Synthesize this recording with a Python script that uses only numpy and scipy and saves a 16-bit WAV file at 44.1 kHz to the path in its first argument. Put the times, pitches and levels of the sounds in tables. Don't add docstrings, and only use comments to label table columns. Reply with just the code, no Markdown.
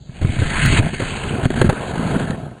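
import sys
import numpy as np
from scipy import signal
from scipy.io import wavfile
from scipy.ndimage import uniform_filter1d

SR = 44100
rng = np.random.default_rng(int(sys.argv[2]) if len(sys.argv) > 2 else 0)


def wrap_up_sound(samples):
    columns = np.atleast_2d(samples).T
    tamed = np.clip(columns, -1, 1)
    steps = np.round(tamed * 32767).astype(np.int16)
    wavfile.write(sys.argv[1], SR, steps)


def to_linear_factor(level_db):
    exponent = np.asarray(level_db, float) / 20
    return 10 ** exponent


N = 114660

# time in seconds, rumble level in dB.
BOX_WEIGHT = [(0, -58), (.08, -48), (.2, -33.5), (.3, -25.5), (.6, -25.5), (.64, -18), (.87, -20),
              (.91, -30.5), (1.05, -27.5), (1.22, -32), (1.35, -23), (1.47, -30.5), (1.58, -18.5),
              (1.8, -30.5), (2.1, -20.5), (2.25, -25), (2.5, -31), (2.6, -49)]
# time in seconds, rasp level in dB, brightness 0 to 1.
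BOX_SLIDE = [(0, -70, 0.1), (0.129, -48, 0.4), (.23, -38.5, 1), (0.371, -30.5, 0.82), (0.578, -22, 0.89),
             (.63, -19.5, 1), (0.738, -20, 0.93), (.792, -15, 0.82), (.8, -30, 0.54), (.97, -30, 0.9),
             (1.13, -27.5, 0.69), (1.42, -28.5, 0.05), (1.48, -36, 0.8), (1.589, -27, 0.7),
             (1.749, -29.5, 0.17), (2.2, -26, 0.23), (2.371, -36.5, 0.05), (2.6, -49, 0.09)]
# start in seconds, length in seconds, gain change in
# dB.
CAMERA_HOPS = [(0.81, 0.027, -2), (0.898, 0.032, -5), (0.952, 0.043, -3.5), (1.466, 0.047, -5),
               (1.524, 0.014, -4), (1.546, 0.01, -5.5), (1.633, 0.017, -11), (1.681, 0.013, -8.5),
               (1.922, 0.013, -5.5), (1.964, .012, -3.5), (2.17, .022, -4.5), (2.257, 0.016, -5)]
# time in seconds, centre in Hz.
FLEX_PITCH = [
    (.3, 2330),
    (.45, 1950),
    (.55, 2010),
    (.63, 1540),
    (.76, 2460),
    (.9, 1650),
    (1.12, 2540),
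    (1.3, 2710),
    (1.6, 1460),
]
# frequency in Hz, density in dB per Hz.
RUMBLE_SPECTRUM = [(12, -77), (20, -15.5), (136, 2), (227, -4), (520, -16.5), (689, -8.5), (1190, -36.5),
                   (1310, -21), (1800, -49), (2340, -47.5), (3960, -120)]
# frequency in Hz, density in dB per Hz.
RASP_SPECTRUM = [(290, -36), (500, -24), (539, -30), (587, -20), (1040, -7), (1300, -5.5), (1620, -4.5),
                 (3200, -4.5), (4800, -11), (6240, -31), (10600, -120)]
# frequency in Hz, density in dB per Hz.
SCUFF_SPECTRUM = [(240, -18), (400, -6), (588, -10), (1180, -13), (1500, -17), (2100, -24), (3130, -25),
                  (4800, -32), (6240, -62), (10600, -120)]
# frequency in Hz, width in Hz, lift in dB.
BOX_MODES = [(105, 18, -0.5), (140, 14.5, 5.5), (226, 39, 3.5), (369, 77, 1.5), (608, 23, 1.5),
             (1574, 196, 4), (2234, 30, 4.5), (2570, 68, 1.5)]
# start in seconds, peak in dB, boom pitch in Hz, slap re boom in dB.
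THUD_EVENTS = [(.093, -21.5, 140, -13.5), (0.212, -16.5, 85, -5), (0.2255, -11.5, 94, -9),
               (0.247, -3, 124, -11.5), (.268, -11, 110, -19), (0.29, -12, 95, -9.5), (.384, -14, 97, -21),
               (0.393, -11.5, 97, -15), (.417, -5.5, 105, -7.5), (0.6505, -4, 124, -33),
               (0.698, -8.5, 109, -41), (0.725, -5.5, 124, -7), (0.748, -9, 97, -16), (0.786, -5, 116, -9),
               (.768, -23, 80.4, -12), (0.7942, -3, 105, -16), (0.813, -16, 128, -32),
               (0.824, -17, 151, -25), (0.863, -11, 192, -13), (0.932, -17, 190, -3),
               (0.9994, -13.5, 297, -7.5), (1.02, -14.5, 119, -5.5), (1.261, -20, 148, -4),
               (1.274, -17.5, 110, -3.5), (1.318, -20, 130, -12), (1.338, -17.5, 131, -10.5),
               (1.348, -12, 187, -7.5), (1.385, -16.5, 140, -11), (1.433, -11, 124, -9),
               (1.4557, -2, 136, -10), (1.5043, -9, 312, -8), (1.571, -15.5, 127, -5.5),
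               (1.613, -2.5, 126, 0), (1.644, -1.5, 181, -12), (1.661, -8, 87.5, -21),
               (1.675, -19, 130, -16), (1.6896, -2, 140, -18), (1.727, -16, 281, 0.5),
               (1.975, -14, 201, -8.5), (1.994, -9.5, 208, -12.5), (2.03, -14, 174, -5),
               (2.065, -12.5, 208, -8), (2.097, -12, 222, -16), (2.106, -12, 200, -13),
               (2.137, -24, 190, -8), (2.156, -14.5, 235, 1), (2.163, -5, 224, -18), (2.207, -19, 195, -8),
               (2.241, -16, 228, -14), (2.3, -10, 190, -14)]
# frequency in Hz, density in dB per Hz.
SLAP_SPECTRUM = [(250, 14.5), (420, 8.5), (700, -27), (1100, -6.5), (2000, -8.5)]
# start in seconds, peak in dB, T60 in seconds.
CRACK_EVENTS = [(0.2135, -27, 0.16), (.387, -21, 0.021), (0.419, -20.5, 0.072), (.795, -14, 0.038),
                (0.8273, -11, 0.014), (0.937, -16.5, 0.024), (0.6053, -23, 0.019), (1.0018, -13.5, 0.027),
                (1.016, -22, 0.11), (1.429, -21.5, 0.1), (1.445, -18.5, 0.045), (1.453, -10, 0.027),
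                (1.5023, -12.5, 0.026), (1.539, -17.5, 0.023), (1.559, -30, 0.065), (1.614, 0, 0.028),
                (1.642, -17.5, 0.077), (1.691, -10, 0.05), (1.6967, -5, 0.027), (1.727, -20.5, 0.042),
                (1.7618, -25, 0.043), (1.882, -24, 0.017), (1.916, -34, 0.014), (1.936, -21, 0.013),
                (1.979, -19, 0.018), (2.195, -20, 0.058), (2.27, -37, 0.025), (2.306, -15.5, 0.032)]
# frequency in Hz, density in dB per Hz.
CRACK_SPECTRUM = [(290, -36), (500, 4.5), (1230, -8), (1640, -4), (2240, -13.5), (2910, -12), (4700, -19),
                  (6110, -25), (10300, -120)]
# start in seconds, peak in dB, pitch in Hz,
# T60 in seconds.
PING_EVENTS = [(.387, -23, 1500, 0.055), (0.418, -20, 1543, 0.057), (.624, -13.5, 140, 0.28),
               (.675, -11, 129, .15), (.738, -10.5, 119, 0.18), (.794, -9, 257, .05),
               (0.8273, -21.5, 1625, .03), (.938, -19.5, 1560, 0.028), (1.431, -34, 1530, .05),
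               (1.576, -29, 1710, 0.062), (1.6141, -9, 1626, 0.016), (1.6148, -11, 390, .07),
               (1.645, -13, 359, 0.1), (1.6915, -11.5, 393, 0.066), (1.696, -14, 1670, 0.035),
               (1.937, -28, 1665, 0.045), (1.98, -25, 1510, .05), (2.197, -22, 1454, 0.047),
               (2.272, -24, 1700, 0.046), (2.305, -30, 4440, 0.024), (2.329, -28, 1790, 0.041)]
# frequency in Hz, density in dB per Hz.
ROOM_TONE_SPECTRUM = [(15, -36), (25, -3), (145, 7), (275, -12), (350, -14.5), (2430, -35), (3610, -20),
                      (3850, -21.5), (4800, -20), (6240, -62), (10600, -120)]
# frequency in Hz, width in Hz, depth in dB.
BODY_NOTCHES = [(1179, 46, 14.5), (1930, 57, 6), (2343, 27, 10.5), (3590, 94, 8)]
# frequency in Hz, gain in dB.
PLAYBACK_RESPONSE = [(5000, 0.5), (6500, 1), (9500, -2), (11000, -13), (12000, -18.5), (13200, -63),
                     (15000, -97)]

TAP_RISE_S = 0.0015
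FADE_FROM_S = 2.14


def drag():
    t = np.arange(N) / SR
    slide_s, rasp_db, brightness = np.transpose(BOX_SLIDE)
    share = np.clip(np.interp(t, slide_s, brightness), 0, 1)

    bumps = slips(per_s=900, spread_db=4.5) * to_linear_factor(-0.5 * wander(29))
    bumps = coloured(bumps, lambda hz: read(RUMBLE_SPECTRUM + [(4000, -54.5)], hz) + bells(BOX_MODES, hz))
    fast = grit(RASP_SPECTRUM)
    slow = grit(SCUFF_SPECTRUM)
    singing = resonate(fast, np.interp(t, *np.transpose(FLEX_PITCH)), width_hz=600)
    fast = evened(fast + to_linear_factor(-4) * evened(singing))
    sway_band = signal.butter(2, [20, 64], "band", fs=SR, output="sos")
    sway = evened(signal.sosfilt(sway_band, rng.standard_normal(N)))
    rasp = patchy(np.sqrt(share) * fast + np.sqrt(1 - share) * slow)

    deep = signal.sosfilt(signal.butter(1, 330, fs=SR, output="sos"), bumps)
    bumps = bumps + np.clip(0.74 * share, 0, 1) * (deep - bumps)
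    weight = to_linear_factor(np.interp(t, *np.transpose(BOX_WEIGHT)))
    rumble = weight * (evened(bumps) + to_linear_factor(-2) * share * sway)
    return rumble + to_linear_factor(np.interp(t, slide_s, rasp_db)) * rasp


def grit(spectrum):
    x = slips(per_s=8000, spread_db=1.5) * to_linear_factor(1.9 * wander(71))
    return evened(coloured(x, lambda hz: read([(150, -38.0)] + spectrum, hz) + bells(BOX_MODES, hz)))


def slips(per_s, spread_db):
    chance = rng.random(N)
    size = rng.exponential(1, N)
    sign = rng.choice([-1., 1.], N)
    return sign * to_linear_factor(spread_db * np.minimum(size, 4)) * np.clip((per_s / SR - chance) * SR / 20, 0, 1)


def contact():
    t = np.arange(N) / SR
    off_db = sum(db * ((t > s) & (t < s + length_s)) for s, length_s, db in CAMERA_HOPS)
    return to_linear_factor(uniform_filter1d(off_db * 1., size=160))


def thuds():
    boom_cycles, rise_cycles, sag = 0.68, 0.26, 0.15
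    push_s, slap_rise_s, slap_t60_s = 0.017, 0.0011, 0.044
    u = np.arange(SR // 8) / SR
    out, slap_level = np.zeros(N + SR), np.zeros(N + SR)
    push = u / push_s * np.exp(1 - u / push_s) * np.cos(u / push_s)
    for s, db, hz, slap_db in THUD_EVENTS:
        at = round(s * SR)
        turns = hz * u * (1 - sag * np.minimum(hz * u / 6, 1))
        boom = np.sin(2 * np.pi * turns) * (1 - np.exp(-turns / rise_cycles)) * np.exp(-turns / boom_cycles)
        push_db = -16.5 - 21.5 * np.log2(hz / 110)
        out[at:at + len(u)] += to_linear_factor(db) * (boom / abs(boom).max() + to_linear_factor(push_db) * push)
        slap = np.minimum(u / slap_rise_s, 1) * to_linear_factor(db + slap_db - 60 * u / slap_t60_s)
        slap_level[at:at + len(u)] += slap
    return out[:N] + ring(slap_level[:N], [(80, -43.5)] + SLAP_SPECTRUM + [(4000, -66)])


def cracks():
    u = np.arange(SR // 8) / SR
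    level = np.zeros(N + SR)
    for s, db, t60_s in CRACK_EVENTS:
        burst = np.minimum(u / TAP_RISE_S, 1) * to_linear_factor(-2.5 + db - 60 * u / t60_s)
        level[round(s * SR):][:len(u)] += burst
    return ring(level[:N], [(200, -48.5)] + CRACK_SPECTRUM)


def pings():
    u = np.arange(SR // 8) / SR
    out = np.zeros(N + SR)
    for s, db, hz, t60_s in PING_EVENTS:
        envelope = np.minimum(u / TAP_RISE_S, 1) * to_linear_factor(db - 60 * u / t60_s)
        out[round(s * SR):][:len(u)] += envelope * np.sin(2 * np.pi * hz * u)
    return out[:N]


def room(x, t60_s=0.27):
    taps = np.zeros(SR // 3)
    at = np.arange(200, SR // 3 - 22, 22)
    taps[at + rng.integers(0, 22, len(at))] = rng.choice([-1., 1.], len(at))
    taps *= to_linear_factor(-60 * np.arange(len(taps)) / SR / t60_s)
    return signal.oaconvolve(x, taps / np.linalg.norm(taps))[:N]


def room_tone(level_db=-42, fade_db_per_s=-59):
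    faded_s = np.maximum(np.arange(N) / SR - FADE_FROM_S, 0)
    return ring(to_linear_factor(level_db + fade_db_per_s * faded_s), ROOM_TONE_SPECTRUM)


def ring(level, spectrum):
    noise = rng.standard_normal(N)
    steady = coloured(noise, lambda hz: read(spectrum, hz))
    return coloured(level * noise, lambda hz: read(spectrum, hz)) / np.std(steady)


def resonate(x, hz, width_hz):
    turn = np.exp(2j * np.pi * np.cumsum(hz) / SR)
    r = np.exp(-np.pi * width_hz / SR)
    return 2 * (turn * signal.lfilter([1 - r], [1, -r], x / turn)).real


def patchy(x, spread_db=2):
    z = signal.stft(x, nperseg=256)[2]
    field = uniform_filter1d(rng.standard_normal(z.shape[::-1]), size=14, axis=0)
    field = uniform_filter1d(field, size=3, axis=1)
    return evened(signal.istft(z * to_linear_factor(spread_db * evened(field).T), nperseg=256)[1][:N])


def wander(rate_hz):
    band = signal.butter(1, [rate_hz / 8, rate_hz], "band", fs=SR, output="sos")
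    return evened(signal.sosfiltfilt(band, rng.standard_normal(N)))


def coloured(x, db_of, size=8192):
    hz = abs(np.fft.fftfreq(size, 1 / SR))
    log_gain = np.log(to_linear_factor(np.maximum(db_of(hz), -100)))
    taps = np.fft.ifft(np.exp(np.conj(signal.hilbert(log_gain)))).real[:size // 2]
    return signal.oaconvolve(x, taps)[:len(x)]


def read(points, hz):
    f, value = np.transpose(points)
    return np.interp(np.log(hz + 1), np.log(f + 1), value)


def bells(table, hz):
    return sum(db / (1 + (2 * (hz - f) / width_hz) ** 2) for f, width_hz, db in table)


def evened(x):
    return x / np.sqrt(np.mean(x ** 2) + 1e-20)


def scene():
    blows = thuds() + cracks() + pings()
    rubbing = drag() * contact()
    return (rubbing + room_tone() + blows + to_linear_factor(-19) * room(blows))[None]


def roll_off(x):
    return signal.sosfilt(signal.butter(12, 16000, fs=SR, output="sos"), x)


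def record(dry):
    duck_from_db, duck_share, duck_db_per_s = -13, 0.3, 200
    hold_samples, edge_hz, leak_db = 4, 4720, -24
    hiss_db, hiss_in_s = -72, 0.25
    glitch_s, glitch_db = 0.6606, -4.5
    x = coloured(dry[0], lambda hz: -bells(BODY_NOTCHES, hz))

    power_db = 10 * np.log10(abs(uniform_filter1d(x ** 2, size=300)) + 1e-12)
    fall_db = np.arange(N) * duck_db_per_s / SR
    held_db = np.maximum.accumulate(power_db + fall_db) - fall_db
    over_db = np.maximum(held_db - duck_from_db, 0)
    x = x / to_linear_factor(duck_share * uniform_filter1d(over_db, size=500, origin=249))
    x = x / (1 + abs(x / 0.88) ** 4) ** 0.25

    edge = signal.firwin(801, edge_hz, window=("kaiser", 9), fs=SR)
    low = signal.oaconvolve(x, edge, "same")
    x = low + to_linear_factor(leak_db) * np.minimum(over_db / 6, 1) * (x - low)
    held = np.repeat(x[::hold_samples], hold_samples)[:N]
    x = coloured(held, lambda hz: read(PLAYBACK_RESPONSE, hz))

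    hiss_gain = np.clip((np.arange(N) / SR - FADE_FROM_S) / hiss_in_s, 0, 1)
    hiss = ring(1, [(3000, -6), (5500, 0), (9500, -4), (11500, -40)])
    x = x + to_linear_factor(hiss_db) * hiss_gain * hiss
    at = round(glitch_s * SR)
    x[at:at + 40] += to_linear_factor(glitch_db) * np.exp(-np.arange(40))
    return roll_off(x[None])


dry = scene()
out = record(dry)
wrap_up_sound(out)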